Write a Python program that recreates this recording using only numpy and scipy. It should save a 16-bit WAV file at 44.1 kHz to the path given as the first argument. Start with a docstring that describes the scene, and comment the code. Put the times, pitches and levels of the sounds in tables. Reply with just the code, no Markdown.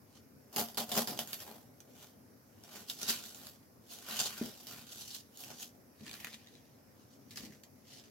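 """Stiff leaf strips scrape as hands bend them and push them into a foam block on a cloth-covered table.
The scrape is stick-slip friction: noise in dense tiny slips, coloured by leaf, edges, block and table.
Snapping fibres are short decaying sines with a crack of noise, then a burst of slips.
Knocks of the block are millisecond pushes that ring the table top, with noisy rebounds.
A short indoor echo follows; room hum and microphone hiss lie behind, in a close stereo pair."""
import sys
import numpy as np
from scipy import signal
from scipy.fft import rfft, irfft
from scipy.io import wavfile
from scipy.ndimage import uniform_filter1d

SR = 44100
rng = np.random.default_rng(int(sys.argv[2]) if len(sys.argv) > 2 else 0)


def dump_mix(stems):
    """Bounce the given channels to the path in sys.argv[1] as a 16-bit WAV at rate SR."""
    frames = np.atleast_2d(stems).T  # one column per channel
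    limited = np.clip(frames, -1, 1)  # hard clip at full scale
    pcm = np.round(limited * 32767).astype(np.int16)
    wavfile.write(sys.argv[1], SR, pcm)


N = 357518
HZ = np.fft.rfftfreq(N, 1 / SR)

# Resonances of the table top, rung by rubbing and by knocks.
# Each row: frequency in Hz, bandwidth in Hz, relative level in dB.
TABLE_MODES = [(125, 22, -3.5), (161, 38, 2), (233.7, 32, 10.5), (293, 91, 1.5), (412, 77, -1.5)]


def gain_of(db):
    """Level to amplitude: 20 dB is a factor of ten."""
    return 10 ** (np.asarray(db) / 20)


def evened(x):
    """Energy normalization: scales a signal to rms 1."""
    return x / np.sqrt(np.mean(x ** 2) + 1e-20)


def read(points, hz):
    """Interpolates a spectral curve along logarithmic frequency."""
    point_hz, value = np.transpose(points)
    return np.interp(np.log(hz + 1), np.log(point_hz + 1), value)


def add(mix, start_s, sound):
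    """Superposition: adds a sound to the mix in place, cut off at the end."""
    part = mix[..., round(start_s * SR):][..., :sound.shape[-1]]
    part += sound[..., :part.shape[-1]]


def colour(x, gain):
    """Linear filtering by a frequency response scaled so that white noise keeps its rms."""
    return irfft(rfft(x) * gain / np.sqrt(np.mean(abs(gain) ** 2)), N)


def modes(table):
    """Modal superposition: the complex response of damped resonators side by side."""
    response = 0
    for hz, width_hz, db in table:
        damping = 1j * HZ * width_hz
        response = response + gain_of(db) * damping / (hz ** 2 - HZ ** 2 + damping)
    return response


def pair(two, likeness):
    """Interchannel coherence: the right shares part of the left's signal, by frequency."""
    right_late_s = 0.000025  # the hands sit a little nearer the left microphone
    same = np.clip(read(likeness, HZ), 0, 1)
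    left, other = rfft(two)
    delayed = left * np.exp(-2j * np.pi * HZ * right_late_s)
    right = same * delayed + np.sqrt(1 - same ** 2) * other
    return irfft([left, right], N)


def strokes():
    """Friction follows the hand's effort: each stroke swells and fades, and stroke powers add."""
    # Strokes of the hands. Each row: time of the peak in seconds, peak level of the scraping in dB,
    # rise in seconds, fall in seconds, then three drives over the scraping in dB: the thin hiss
    # of the edges, the flap of the broad leaf, the drive of the block.
    stroke_rows = [(0.17, -64.5, 0.17, 0.1, -13, -6, -9), (0.604, -40.5, 0.078, 0.12, 5, -20, 0.5),
                   (0.805, -42, 0.033, 0.091, 3.5, -17, 0), (0.976, -36, 0.13, 0.15, 3, -16.5, -0.5),
                   (1.212, -48, 0.038, 0.12, 2.5, -12, -4), (1.298, -58.5, 0.088, 0.51, 6, -5.5, -10),
                   (1.427, -55, 0.11, 0.07, 4.5, -3.5, -7.5), (1.49, -60.5, 0.25, 0.29, 5.5, -11, 7.5),
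                   (2.034, -58, 0.25, 0.19, -1, -8, -4), (2.758, -54.5, 0.26, 0.35, 0, -4.5, -5),
                   (2.898, -44, 0.041, 0.13, 0, -13.5, -21), (3.031, -42, 0.12, 0.18, -4, -12, -14),
                   (3.097, -31.5, 0.061, 0.16, -2.5, -7.5, -18.5),
                   (3.28, -55.5, 0.51, 0.34, -1, -9.5, -16.5), (3.47, -57, 0.82, 0.2, 2.5, -9.5, -6.5),
                   (3.924, -48.5, 0.098, 0.24, -2, -13.5, -13.5), (4.117, -44, 0.19, 0.87, 0, -1.5, -12.5),
                   (4.204, -35, 0.084, 0.14, -4, -12, -14.5), (4.269, -39.5, 0.24, 0.062, -6, -18, -14.5),
                   (4.455, -51, 0.078, 0.11, -2, -18, -10), (4.6, -64.5, 0.63, 0.64, 3, -34, -7),
                   (4.75, -63.5, 0.34, 0.64, 2.5, 5.5, -11.5), (4.928, -50.5, 0.11, 0.1, -4, -11, -17),
                   (5.013, -47, 0.22, .14, -2.5, -17, -16), (5.153, -47, 0.34, 0.13, -3, -17, -20.5),
                   (5.41, -55.5, 0.17, 0.41, 4, -14.5, -11), (5.519, -56, 0.23, 0.18, -5, -6, 3.5),
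                   (5.627, -48, 0.21, 0.1, -0.5, -15, -15), (6.075, -54.5, 0.15, 0.15, -9, -0.5, -27),
                   (6.145, -57.5, 0.18, 0.55, 1.5, 0, -9), (6.3, -60.5, 0.19, 0.36, -7.5, -4, -11),
                   (6.53, -69, 0.34, 0.69, -40, -5.5, -30), (7.01, -69.5, 0.13, 0.19, -17, -20, -17),
                   (7.135, -66, 0.12, 0.13, -31, -22, -18), (7.44, -55, 0.25, 0.16, -3.5, -5, -35),
                   (7.931, -55.5, 0.15, 0.34, -9, -9.5, -16)]
    drop_db, roundness = 32, 0.89  # drop over one rise or fall; 1 = pointed top, 2 = round
    fidget_db = -85  # the hands never lie quite still
    t = np.arange(0, N + 64, 64)[:, None] / SR
    peak_s, db, rise_s, fall_s, *share_db = np.transpose(stroke_rows)
    away = np.where(t < peak_s, (peak_s - t) / rise_s, (t - peak_s) / fall_s)
    power = gain_of(np.maximum(db - drop_db * away ** roundness, -300)) ** 2
    total = power.sum(axis=1)
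    rows = [np.sqrt(total + gain_of(fidget_db) ** 2)]
    # the stroke strongest at the moment weighs most in the shares
    rows += [gain_of(power @ share / total) for share in share_db]
    return [np.interp(np.arange(N) / SR, t[:, 0], row) for row in rows]


def slips(per_s, spread_db, ring_s, smooth):
    """Stick-slip: noise jumps in loudness at random slips and decays; a few slips are larger."""
    happens = rng.random(N) < per_s / SR
    size = gain_of(spread_db * np.minimum(rng.exponential(1, N), 3)) * happens
    bumps = signal.lfilter([1], [1, -np.exp(-1 / (ring_s * SR))], size)
    loudness = smooth + evened(bumps)  # smooth is the steady part
    return evened(loudness * rng.standard_normal((2, N)))


def bend(x, patchy_db):
    """Bending shifts a leaf's resonances: patches of colour come and go around a moving peak."""
    # Centre of the leaf's brightest rustle as it bends. 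Each row: time in seconds, frequency in Hz.
    bright_path = [(.8, 4250), (2, 3250), (3.1, 4290), (4.2, 4300), (5.15, 3900), (5.62, 6360), (6.2, 3720),
                   (7.4, 4600)]
    hz, t, z = signal.stft(x, SR, nperseg=512)
    octaves = np.log2((hz[:, None] + 1) / np.interp(t, *np.transpose(bright_path)))
    peak = gain_of(1.71 * np.exp(-(octaves / 0.26) ** 2))
    # random gains smoothed over 4 frequency bins and 7 frames, the same in both channels
    patches = rng.standard_normal(z.shape[1:])
    patches = uniform_filter1d(uniform_filter1d(patches, size=4, axis=0), size=7, axis=1)
    gain = gain_of(patchy_db * evened(patches))
    gain = gain / np.sqrt(np.mean(gain ** 2))
    return signal.istft(z * peak * gain, nperseg=512)[1][:, :N]


def shake(crack, crumble):
    """Source and filter: one grainy drive passes leaf, edges and block, and through these the table."""
    # Spectra of the leaf's rustle and of its edges' hiss.
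    # Each row: frequency in Hz, relative spectral density in dB.
    leaf_db, edge_db = [(1350, -85), (2300, -19), (2910, -1), (4070, -3.5), (4510, -0.5), (5110, -2.5),
                        (6320, -0.5), (8360, -11), (9000, -8.5), (11700, -19.5), (19800, -120)], [(4410, -102.5), (7500, 0.5), (8630, -12), (11700, 9), (15100, 4.5)]
    # Resonances of the broad leaf, of the loose strip once gripped, and of the foam block.
    # Each row: frequency in Hz, bandwidth in Hz, relative level in dB.
    flap_modes, strip_modes, block_modes = [(1077, 580, -1), (1447, 120, 1), (1783, 48, 0.5),
                                            (2350, 530, -5.5)], [(1060, 720, -4.5), (1836, 350, 3.5),
                                                          (2340, 370, -1)], [(408.5, 43, -5), (520, 120, -1),
                                                                         (630, 50, -1), (711, 40, 6),
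                                                                         (806, 35, 3)]
    strip_from_s = 5.9

    scrape, hiss_share, flap_share, block_share = strokes()
    strength = np.hypot(scrape, crumble)
    ticks = gain_of(-16.0) * slips(per_s=45, spread_db=5.5, ring_s=0.001, smooth=0.01)
    dense = slips(per_s=500, spread_db=6, ring_s=0.002, smooth=1.05)
    rub = strength * (dense + ticks)
    crack = crack * rng.standard_normal((2, N))
    drive = rub + crack
    hiss, flap = drive * hiss_share, drive * flap_share
    block = (rub + gain_of(-5.5) * crack) * block_share  # a crack moves the block less

    bright = colour(drive, gain_of(read(leaf_db, HZ))) + colour(hiss, gain_of(read(edge_db, HZ)))
    loose = np.arange(N) / SR > strip_from_s
    leaf = colour(flap * ~loose, modes(flap_modes)) + colour(flap * loose, modes(strip_modes))
    table = gain_of(-4.5) * block + gain_of(-11.5) * flap
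    bent = bend(bright + leaf, patchy_db=2.1)
    return bent + colour(block, modes(block_modes)) + colour(table, modes(TABLE_MODES))


def air():
    """Stationary random noise: room hum and microphone hiss, with slowly drifting patches of level."""
    # Spectrum of the room. Each row: frequency in Hz, relative spectral density in dB.
    air_spectrum = [(20, -39), (94, 4.5), (190, -2), (248, 7.5), (305, -2), (534, -4.5), (963, -13.5),
                    (1940, -18.5), (2430, -21), (3220, -33), (5490, -18.5), (8130, -28.5), (12700, -19),
                    (15100, -23)]
    # Likeness of left and right. Each row: frequency in Hz, coherence from 0 to 1.
    air_likeness = [(60, 0.86), (240, 0.76), (950, 0), (15000, 0.05)]
    level_db = -60.5
    frames, hz = N // 512 + 5, np.fft.rfftfreq(2048, 1 / SR)
    a, b, c, d, patches = rng.standard_normal((frames, 1025, 5)).T
    patches = evened(uniform_filter1d(uniform_filter1d(patches, size=20, axis=0), size=8, axis=1))
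    gain = gain_of(read(air_spectrum, hz)[:, None] + 1.6 * patches)
    z = np.array([a + 1j * b, c + 1j * d]) * gain
    noise = signal.istft(z, nperseg=2048, noverlap=1536)[1][:, :N]
    return gain_of(level_db) * pair(evened(noise), air_likeness)


def room(x, t60):
    """Diffuse reverberation: sparse echoes of random sign decay exponentially, unlike on each side."""
    taps = np.zeros((2, SR // 2))
    at = np.arange(200, SR // 2 - 20, 20)  # one tap in every 20 samples
    at = at + rng.integers(0, 20, (2, len(at)))
    np.put_along_axis(taps, at, rng.choice([-1., 1.], at.shape), 1)
    taps *= gain_of(-60 * np.arange(SR // 2) / SR / t60)
    return signal.fftconvolve(x, taps / np.linalg.norm(taps[0]), axes=1)[:, :N]


def snaps():
    """Sudden release of strain: a decaying ring with a crack, kept shaking by a burst of slips."""
    # Snapping fibres. Each row: start in seconds, peak level in dB before the offsets below,
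    # ring in Hz, level of the crumbling after it in dB, T60 of the crumbling in seconds.
    snap_rows = [(0.528, -51, 4830, -57, 0.65), (0.5621, -26, 4920, -42, 0.27),
                 (0.5827, -26, 3190, -44, 0.068), (0.594, -23.5, 4100, -56, 0.071),
                 (0.6859, -35.5, 5000, -58.5, 0.2), (0.7457, -40.5, 4800, -55, 0.044),
                 (0.7726, -25, 4660, -40.5, 0.17), (0.8921, -34, 4780, -49.5, 0.064),
                 (0.917, -26, 3320, -39.5, 0.24), (1.0738, -24, 4960, -43, 0.36),
                 (1.175, -34, 3280, -54, 0.085), (1.1903, -21.5, 3080, -37.5, 0.11),
                 (1.2742, -35, 6900, -54.5, 0.32), (1.3311, -25, 4530, -48, 0.19),
                 (1.403, -33.5, 5340, -54, .09), (1.513, -40, 4300, -65, 0.034),
                 (1.8037, -40.5, 6150, -63, 0.098), (2.6372, -40.5, 5600, -63, 0.43),
                 (2.899, -22, 3700, -57, 0.05), (3.03, -28, 5840, -47, 0.1),
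                 (3.2374, -40, 6760, -53.5, 0.25), (3.3466, -35.5, 7100, -55.5, 0.23),
                 (3.469, -32.5, 4630, -65, 0.063), (4.1902, -30, 3230, -32, 0.031),
                 (4.2002, -18.5, 7300, -50, 0.074), (4.263, -27, 4600, -50, 0.17),
                 (4.399, -49.5, 1896, -52, 0.27), (4.6696, -32.5, 4640, -52, 0.75),
                 (5.373, -37, 6740, -64, 0.15), (5.438, -37, 2700, -55, 0.17), (6.065, -47, 4900, -64, .05),
                 (6.08, -36, 4380, -68, .05), (6.0952, -41, 3600, -66, .05), (6.1128, -33, 3400, -62, .05),
                 (6.1308, -35.5, 4740, -49.5, 0.042), (6.14, -34.5, 4180, -73, .06),
                 (6.201, -43, 2980, -51.5, 0.14), (6.2462, -25, 2445, -53, 0.077),
                 (6.27, -32.5, 1820, -52, 0.099), (6.33, -37.5, 3720, -69, .06),
                 (6.337, -38, 4170, -57, 0.086), (6.343, -37, 3430, -66, .06),
                 (6.4717, -42, 3740, -74, 0.14), (6.553, -42.5, 4000, -94, .09),
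                 (7.3076, -41.5, 3920, -55, 0.16), (7.359, -41, 6400, -51, 0.23),
                 (7.373, -30.5, 4930, -58, 0.15), (7.379, -36, 1940, -61, 0.092),
                 (7.45, -41, 4270, -58, .08), (7.5223, -48, 1810, -60.5, 0.26),
                 (7.635, -48, 6850, -57.5, 0.066)]
    clicks, bursts, t = np.zeros((2, N)), np.zeros((2, N)), np.arange(SR // 2) / SR
    for start_s, db, hz, crumble_db, t60 in snap_rows:
        turn = rng.random((2, 1))  # starting phase in cycles, left and right
        shaking = evened(uniform_filter1d(rng.standard_normal((2, len(t))), size=60))
        crumble = gain_of(crumble_db - 60 * t / t60)
        fade = gain_of(db - 5.5 - 60 * t / 0.012) + shaking * gain_of(-3) * crumble
        onset = 1 - np.exp(-t / 0.000064)
        add(clicks, start_s, np.sin(2 * np.pi * (hz * t + turn)) * fade * onset)
        crack = gain_of(db - 7.0 - 60 * t / 0.0087) * np.minimum(t / 0.0008, 1)
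        add(bursts, start_s, np.array([crack, crumble]))  # loudness curves for the noise in shake
    return clicks, bursts


def knocks():
    """Impact excitation: a brief soft push and noisy rebounds ring the table's modes."""
    # Knocks of the block. Each row: start in seconds, peak level in dB before the offsets below,
    # time for the push to peak in seconds, T60 of the rebounds in seconds.
    knock_rows = [(1.119, -34, 0.00064, 0.84), (4.4133, -23.5, 0.0004, 0.34), (4.4179, -29, 0.00063, 0.089),
                  (6.009, -39.5, 0.0025, 0.77), (7.402, -38.5, 0.0039, 0.58), (7.421, -38.5, 0.0026, 0.51),
                  (7.436, -35, 0.0025, 0.49)]
    # The air squeezed under the landing block.
    # Each row: frequency in Hz, bandwidth in Hz, relative level in dB.
    thud_modes = [(265, 75, 0)]
    push, thud, t = np.zeros((2, N)), np.zeros(N), np.arange(SR // 2) / SR
    for start_s, db, push_s, t60 in knock_rows:
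        jostle = rng.standard_normal((2, len(t)))
        # a softer, longer push also has duller rebounds
        soft = signal.lfilter([1], [1, -np.exp(-1 / (0.51 * push_s * SR))], jostle)
        land = t / push_s * np.exp(1 - t / push_s)
        add(thud, start_s, gain_of(db - 17.5) * land)
        blow = 0.2 * land + 0.35 * evened(soft) * gain_of(-60 * t / t60)
        add(push, start_s, gain_of(db - 20.5) * blow)
    return colour(push, modes(TABLE_MODES)) + colour(thud, modes(thud_modes))


def scene():
    """Superposition of direct sound, the room's echo of it and the room's own air."""
    # Likeness of left and right for the near sounds. Each row: frequency in Hz, coherence from 0 to 1.
    near_likeness = [(60, 0.44), (180, 1), (550, 0.61), (1650, 0.35), (4970, 0.22), (15000, 0.083)]
    clicks, bursts = snaps()
    near = shake(*bursts) + clicks + knocks()
    echo = gain_of(-6.5) * room(near, t60=0.098)
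    return pair(near + echo, near_likeness) + air()


def record(dry):
    """Transducer response: the microphones differ in colour, lose deep bass and are band-limited."""
    # Colour of the pair. Each row: frequency in Hz, left over right in dB.
    lean_db = [(60, 2), (240, 2), (950, 1.5), (15000, -2.5)]
    bass_cut_hz, edge_hz = 72, 16000
    lean = gain_of(np.outer([0.5, -0.5], read(lean_db, HZ)))
    bass_cut = 1 / np.sqrt(1 + (bass_cut_hz / (HZ + 1)) ** 6)
    tilted = irfft(rfft(dry) * lean * bass_cut, N)
    lowpass = signal.firwin(511, edge_hz, window=("kaiser", 9), fs=SR)
    return signal.oaconvolve(tilted, lowpass[None], "same")


dry = scene()
out = record(dry)
dump_mix(out)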